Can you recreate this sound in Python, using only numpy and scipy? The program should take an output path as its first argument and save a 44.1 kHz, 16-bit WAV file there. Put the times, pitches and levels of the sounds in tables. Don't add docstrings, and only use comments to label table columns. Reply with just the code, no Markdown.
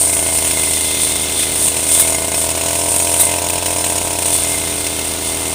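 import sys
import numpy as np
from scipy import signal
from scipy.fft import rfft, irfft
from scipy.io import wavfile
from scipy.ndimage import uniform_filter1d

SR = 44100
rng = np.random.default_rng(int(sys.argv[2]) if len(sys.argv) > 2 else 0)


def store_wav(level_fs):
    pcm = np.round(np.clip(np.atleast_2d(level_fs), -1, 1) * 32767)
    wavfile.write(sys.argv[1], SR, pcm.T.astype(np.int16))


N = 244314
TIME = np.arange(N) / SR


def undb(db):
    return 10 ** (np.asarray(db) / 20)


def unit(x):
    return x / np.sqrt(np.mean(x ** 2))


def curves(table):
    time_s, *columns = np.transpose(table)
    return [np.interp(TIME, time_s, column) for column in columns]


def walk(rate_hz):
    step = int(SR / rate_hz)
    held = np.repeat(rng.standard_normal(N // step + 1), step)
    return unit(uniform_filter1d(held, step)[:N])


def ring(x, modes):
    total = 0
    for centre_hz, width_hz, gain_db in modes:
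        b, a = signal.iirpeak(centre_hz, centre_hz / width_hz, fs=SR)
        total = total + undb(gain_db) * signal.lfilter(b, a, x)
    return total


def cut(x, cutoff_hz, kind, order):
    return signal.sosfilt(signal.butter(order, cutoff_hz, kind, fs=SR, output="sos"), x)


def noise(spectrum):
    frequency_hz, density_db = np.transpose(spectrum)
    bins_hz = np.maximum(np.fft.rfftfreq(N, 1 / SR), 1)
    gain = undb(np.interp(np.log(bins_hz), np.log(frequency_hz), density_db))
    return unit(irfft(rfft(rng.standard_normal(N)) * gain, N))


def impulses(times_s, sizes):
    at = np.round(times_s * SR).astype(int)
    inside = (at >= 0) & (at < N)
    return np.bincount(at[inside], sizes[inside], N)


def fade(x, decay_s):
    return signal.lfilter([1], [1, -np.exp(-1 / (decay_s * SR))], x)


def passes(phase):
    return TIME[1:][np.diff(np.floor(phase)) > 0]


def with_swells(steady_db, rows):
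    power = undb(steady_db) ** 2
    for middle_s, length_s, level_db in rows:
        power = power + undb(level_db) ** 2 * np.exp(-(2 * (TIME - middle_s) / length_s) ** 2)
    return 10 * np.log10(power)


def combustion(turns_s):
    # time_s, chance
    misfire = [(0, .4), (1.2, .7), (2.0, .3), (2.8, .08), (3.5, .55), (4.05, .3), (4.6, .35), (5.0, .7),
               (5.5, .15)]
    # time_s, over_usual_db
    knocks = [(.131, 2), (.509, 6), (2.344, 4), (2.612, 2.5), (3.5, 5), (3.534, 2), (3.628, -0.5),
              (3.661, 8), (3.843, 6), (3.979, 4.5), (4.187, 4), (4.221, 4), (4.258, 6.5), (4.866, 9),
              (4.986, 4)]
    slow = rng.random(len(turns_s)) < np.interp(turns_s, *np.transpose(misfire))
    knock_db = np.zeros(len(turns_s))
    for time_s, over_usual_db in knocks:
        knock_db[np.argmin(abs(turns_s - time_s))] = over_usual_db
    fired = np.zeros(len(turns_s), bool)
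    due = 0
    for k in range(len(turns_s)):
        knock_next = knock_db[k + 1:k + 2].any()
        if knock_db[k] or (k >= due and not knock_next):
            fired[k] = True
            due = k + 2 + slow[k]
    return fired, knock_db


def exhaust(turns_s, fired, bark_level_db):
    # centre_hz, width_hz, gain_db
    body_modes = [(123.4, 33, 14), (198, 44, 4), (298, 45, 15.5), (433, 53, 8)]
    # centre_hz, width_hz, gain_db
    bark_modes = [(535, 50, -10), (603.5, 30, -0.5), (668, 52, 8)]
    # centre_hz, width_hz, gain_db
    edge_modes = [(870, 19, 9.5), (947, 32, 13.5), (1010, 26, 9)]
    # centre_hz, width_hz, gain_db
    puff_modes = [(132, 350, 6.5), (303, 27, 2), (358, 35, 6.5), (407, 40, 3), (626, 33, 5)]
    puff_lag_s, puff_db, puff_db_per_bark_db = 0.0017, -3.0, -0.29
    port_share = 0.25
    body_db, bark_db, edge_db = -29.5, -27.3, -31

    size = undb(.6 * rng.standard_normal(len(turns_s)))
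    bangs = impulses(turns_s, size * fired)
    port_pulses = port_share * undb(bark_level_db) * impulses(turns_s, size * ~fired)
    blasts = bangs + port_pulses
    puffs = impulses(turns_s + puff_lag_s, size * ~fired)
    puff = unit(ring(ring(puffs, puff_modes), [(312, 390, 0)]))
    puff = puff * undb(puff_db + puff_db_per_bark_db * bark_level_db)
    thump = unit(cut(ring(bangs, body_modes), 800, "low", order=2))
    body = unit(cut(thump + puff, 44, "high", order=2))
    bark = unit(cut(ring(blasts, bark_modes), 773, "low", order=4))
    edge = unit(cut(ring(blasts, edge_modes), 1060, "low", order=6))
    return (body * undb(body_db)
            + bark * undb(bark_db + bark_level_db)
            + edge * undb(edge_db + 0.94 * bark_level_db))


def machinery(phase, bark_level_db, firings_s):
    # middle_s, length_s, level_db
    squeals = [(0.275, 0.3, -32.5), (0.614, 0.22, -31), (0.937, 0.36, -33), (2.08, 0.47, -33),
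               (3.26, .16, -34), (4.55, .2, -31.5)]
    teeth = 18
    drum_ring_s = 0.024
    hum_db = -29.0 + 0.21 * bark_level_db + .5 * walk(7.4)
    hum = undb(hum_db) * np.cos(2 * np.pi * phase)
    whine_db = -41.5 + 0.55 * bark_level_db + 1.1 * walk(16)
    whine = undb(whine_db) * np.sin(2 * np.pi * teeth * phase + 0.55 * walk(50))
    drum_hz = 2105 + 10 * walk(4) + 40 * walk(300)
    drum = np.sin(2 * np.pi * np.cumsum(drum_hz) / SR)
    jogs = fade(impulses(firings_s, np.ones(len(firings_s))), drum_ring_s) + .5
    clutch = unit(jogs * undb(2.5 * walk(90)) * drum)
    clutch_db = with_swells(-44 - 0.8 * bark_level_db, squeals)
    return hum + whine + clutch * undb(clutch_db)


def shaft(turns_s, fired, knock_db, bark_level_db):
    # centre_hz, width_hz, gain_db
    shaft_modes = [(2576, 270, 0), (2950, 810, 0.5), (4060, 520, -2.5), (5340, 97, 6), (5960, 240, 4),
                   (6790, 124, 10), (7760, 380, 7), (8800, 610, 9), (15000, 3000, -3)]
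    slap_lag_s, rattle_decay_s = 0.0033, 0.0053
    settle_start_s, settle_fade_s, settle_db = 4.346, 0.49, -3.5
    usual_db = 1.5 * rng.standard_normal(len(turns_s))
    size = fired * undb(np.where(knock_db != 0, knock_db, usual_db))
    jolts = 0.5 * impulses(turns_s, size)
    slaps = 0.27 * impulses(turns_s + slap_lag_s, size)
    chatter = (fade(jolts + slaps, rattle_decay_s) + 0.086) * rng.standard_normal(N)
    rattle = unit(sum(ring(chatter, [mode]) * undb(1.7 * walk(30)) for mode in shaft_modes))
    settled = np.clip((TIME - settle_start_s) / settle_fade_s, 0, 1)
    return rattle * undb(-22.5 + 0.14 * bark_level_db + settle_db * settled)


def blade(phase):
    # centre_hz, width_hz, gain_db
    blade_modes = [(8600, 300, 8), (9084, 340, 10), (9500, 540, 0), (10560, 990, -11), (12600, 300, -14),
                   (14500, 510, -6.5)]
    # centre_hz, width_hz, gain_db
    scrape_modes = [(3536, 180, 10), (4010, 130, 2)]
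    # frequency_hz, density_db
    shred = [(1100, -16), (1800, -15.5), (2700, -0.5), (4000, -0.5), (4700, -2.5), (6500, -2.5),
             (10000, -9.5), (13200, -18), (15500, -0.5)]
    gear_ratio = 0.93
    scatter_db, stalks_per_s = 4.0, 300
    tip_jitter_s, power_decay_s = 0.0017, .0017
    tips_s = passes(2 * gear_ratio * phase)
    tips_s = tips_s + tip_jitter_s * rng.standard_normal(len(tips_s))
    slashes = impulses(tips_s, undb(scatter_db * rng.standard_normal(len(tips_s))))
    stalks = (rng.random(N) < stalks_per_s / SR) * undb(scatter_db * rng.standard_normal(N))
    hit_power = slashes ** 2 + 0.46 * stalks ** 2
    contact = np.sqrt(fade(hit_power, power_decay_s) + 1.17)
    steel = unit(ring(contact * rng.standard_normal(N), blade_modes))
    scrape = unit(ring(contact * rng.standard_normal(N), scrape_modes))
    grass = unit((contact + .5) * noise(shred))
    return steel, scrape, grass


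def cutting(phase):
    # time_s, ring_db, scrape_load_db (-33 = reference load)
    sweep = [(0, -13, -40), (.2, -18, -36), (.55, -17, -30.5), (.95, -18, -28.5), (1.3, -22, -30),
             (1.8, -22, -33.5), (2.25, -22.5, -37), (2.6, -23, -34), (2.9, -17.5, -34.5), (3.15, -18, -35),
             (3.55, -24.5, -33.5), (3.9, -19, -34.5), (4.15, -23.5, -34.5), (4.45, -19.5, -32.5),
             (4.9, -23.5, -32), (5.54, -23, -35)]
    # middle_s, length_s, ring_db, scrape_load_db (same reference)
    tufts = [(0.01, 0.15, -16.5, -35), (1.04, .08, -17, -34.5), (1.406, 0.079, -14.5, -28.5),
             (1.633, 0.17, -15.5, -36), (1.972, 0.14, -11, -29), (2.11, 0.086, -16, -46),
             (2.397, 0.096, -16, -42), (3.216, 0.087, -14, -35), (4.348, 0.089, -16, -31.5),
             (5.276, 0.084, -19, -31.5)]
    steady_ring_db, steady_load_db = curves(sweep)
    ring_db = with_swells(steady_ring_db, [(s, length, level) for s, length, level, _ in tufts])
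    load_db = with_swells(steady_load_db, [(s, length, load) for s, length, _, load in tufts]) + 33
    steel, scrape, grass = blade(phase)
    return (steel * undb(ring_db + 1.0 * walk(20))
            + scrape * undb(-36.0 + 1.83 * load_db)
            + grass * undb(-24.5 + 0.52 * load_db))


def bites():
    # start_s, length_s, level_db
    bite_rows = [(1.988, 0.036, -7), (3.193, 0.035, -8)]
    # frequency_hz, density_db
    grind = [(1200, -11), (3000, -20), (3900, 0), (5000, -26), (7200, -4), (8800, 9), (11000, 0.5),
             (13200, -7.5), (15300, 0.5)]
    pressure = 0
    for start_s, length_s, level_db in bite_rows:
        pressure = pressure + undb(level_db) * np.exp(-(2 * (TIME - start_s) / length_s - 1) ** 4)
    return pressure * noise(grind) * undb(2.0 * walk(400))


def cooling_air():
    # frequency_hz, density_db
    air_spectrum = [(20, -10), (50, 8), (75, -4.5), (150, 3), (400, 2), (750, 2.5), (1200, -1), (2000, -5),
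                    (5000, -15), (15000, -14.5)]
    return noise(air_spectrum) * undb(-31.5 + 0.77 * walk(5.86))


def scene():
    # time_s, turns_hz
    speed = [(0.0, 85.35), (0.2, 82.57), (0.5, 80.54), (0.8, 80.18), (1.75, 80.38), (2.0, 82.2),
             (2.25, 81.7), (2.55, 81.84), (2.8, 85.62), (3.2, 85.7), (3.75, 88.04), (4.0, 86.5),
             (4.25, 86.63), (4.45, 83.2), (4.7, 83.22), (5.1, 81.25), (5.54, 81.95)]
    # time_s, bark_level_db (0 = full)
    bark_levels = [(0, -4.5), (.3, -2), (1.0, -9.5), (1.5, -10), (2.1, -1.5), (2.85, -1), (3.75, 0),
                   (4.25, -2.5), (4.75, -8), (5.15, -9.5), (5.54, -6.5)]
    speed_hz, = curves(speed)
    bark_level_db, = curves(bark_levels)
    phase = np.cumsum(speed_hz * (1 + .0012 * walk(25))) / SR
    turns_s = passes(phase)
    fired, knock_db = combustion(turns_s)
    engine = exhaust(turns_s, fired, bark_level_db) + machinery(phase, bark_level_db, turns_s[fired])
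    rattle = shaft(turns_s, fired, knock_db, bark_level_db)
    return (engine + rattle + cutting(phase) + bites() + cooling_air())[None]


def record(dry):
    top_hz = 15500
    low_pass = signal.ellip(12, .2, 80, top_hz, fs=SR, output="sos")
    return signal.sosfilt(low_pass, np.clip(dry, -.9, .9))


dry = scene()
out = record(dry)
store_wav(out)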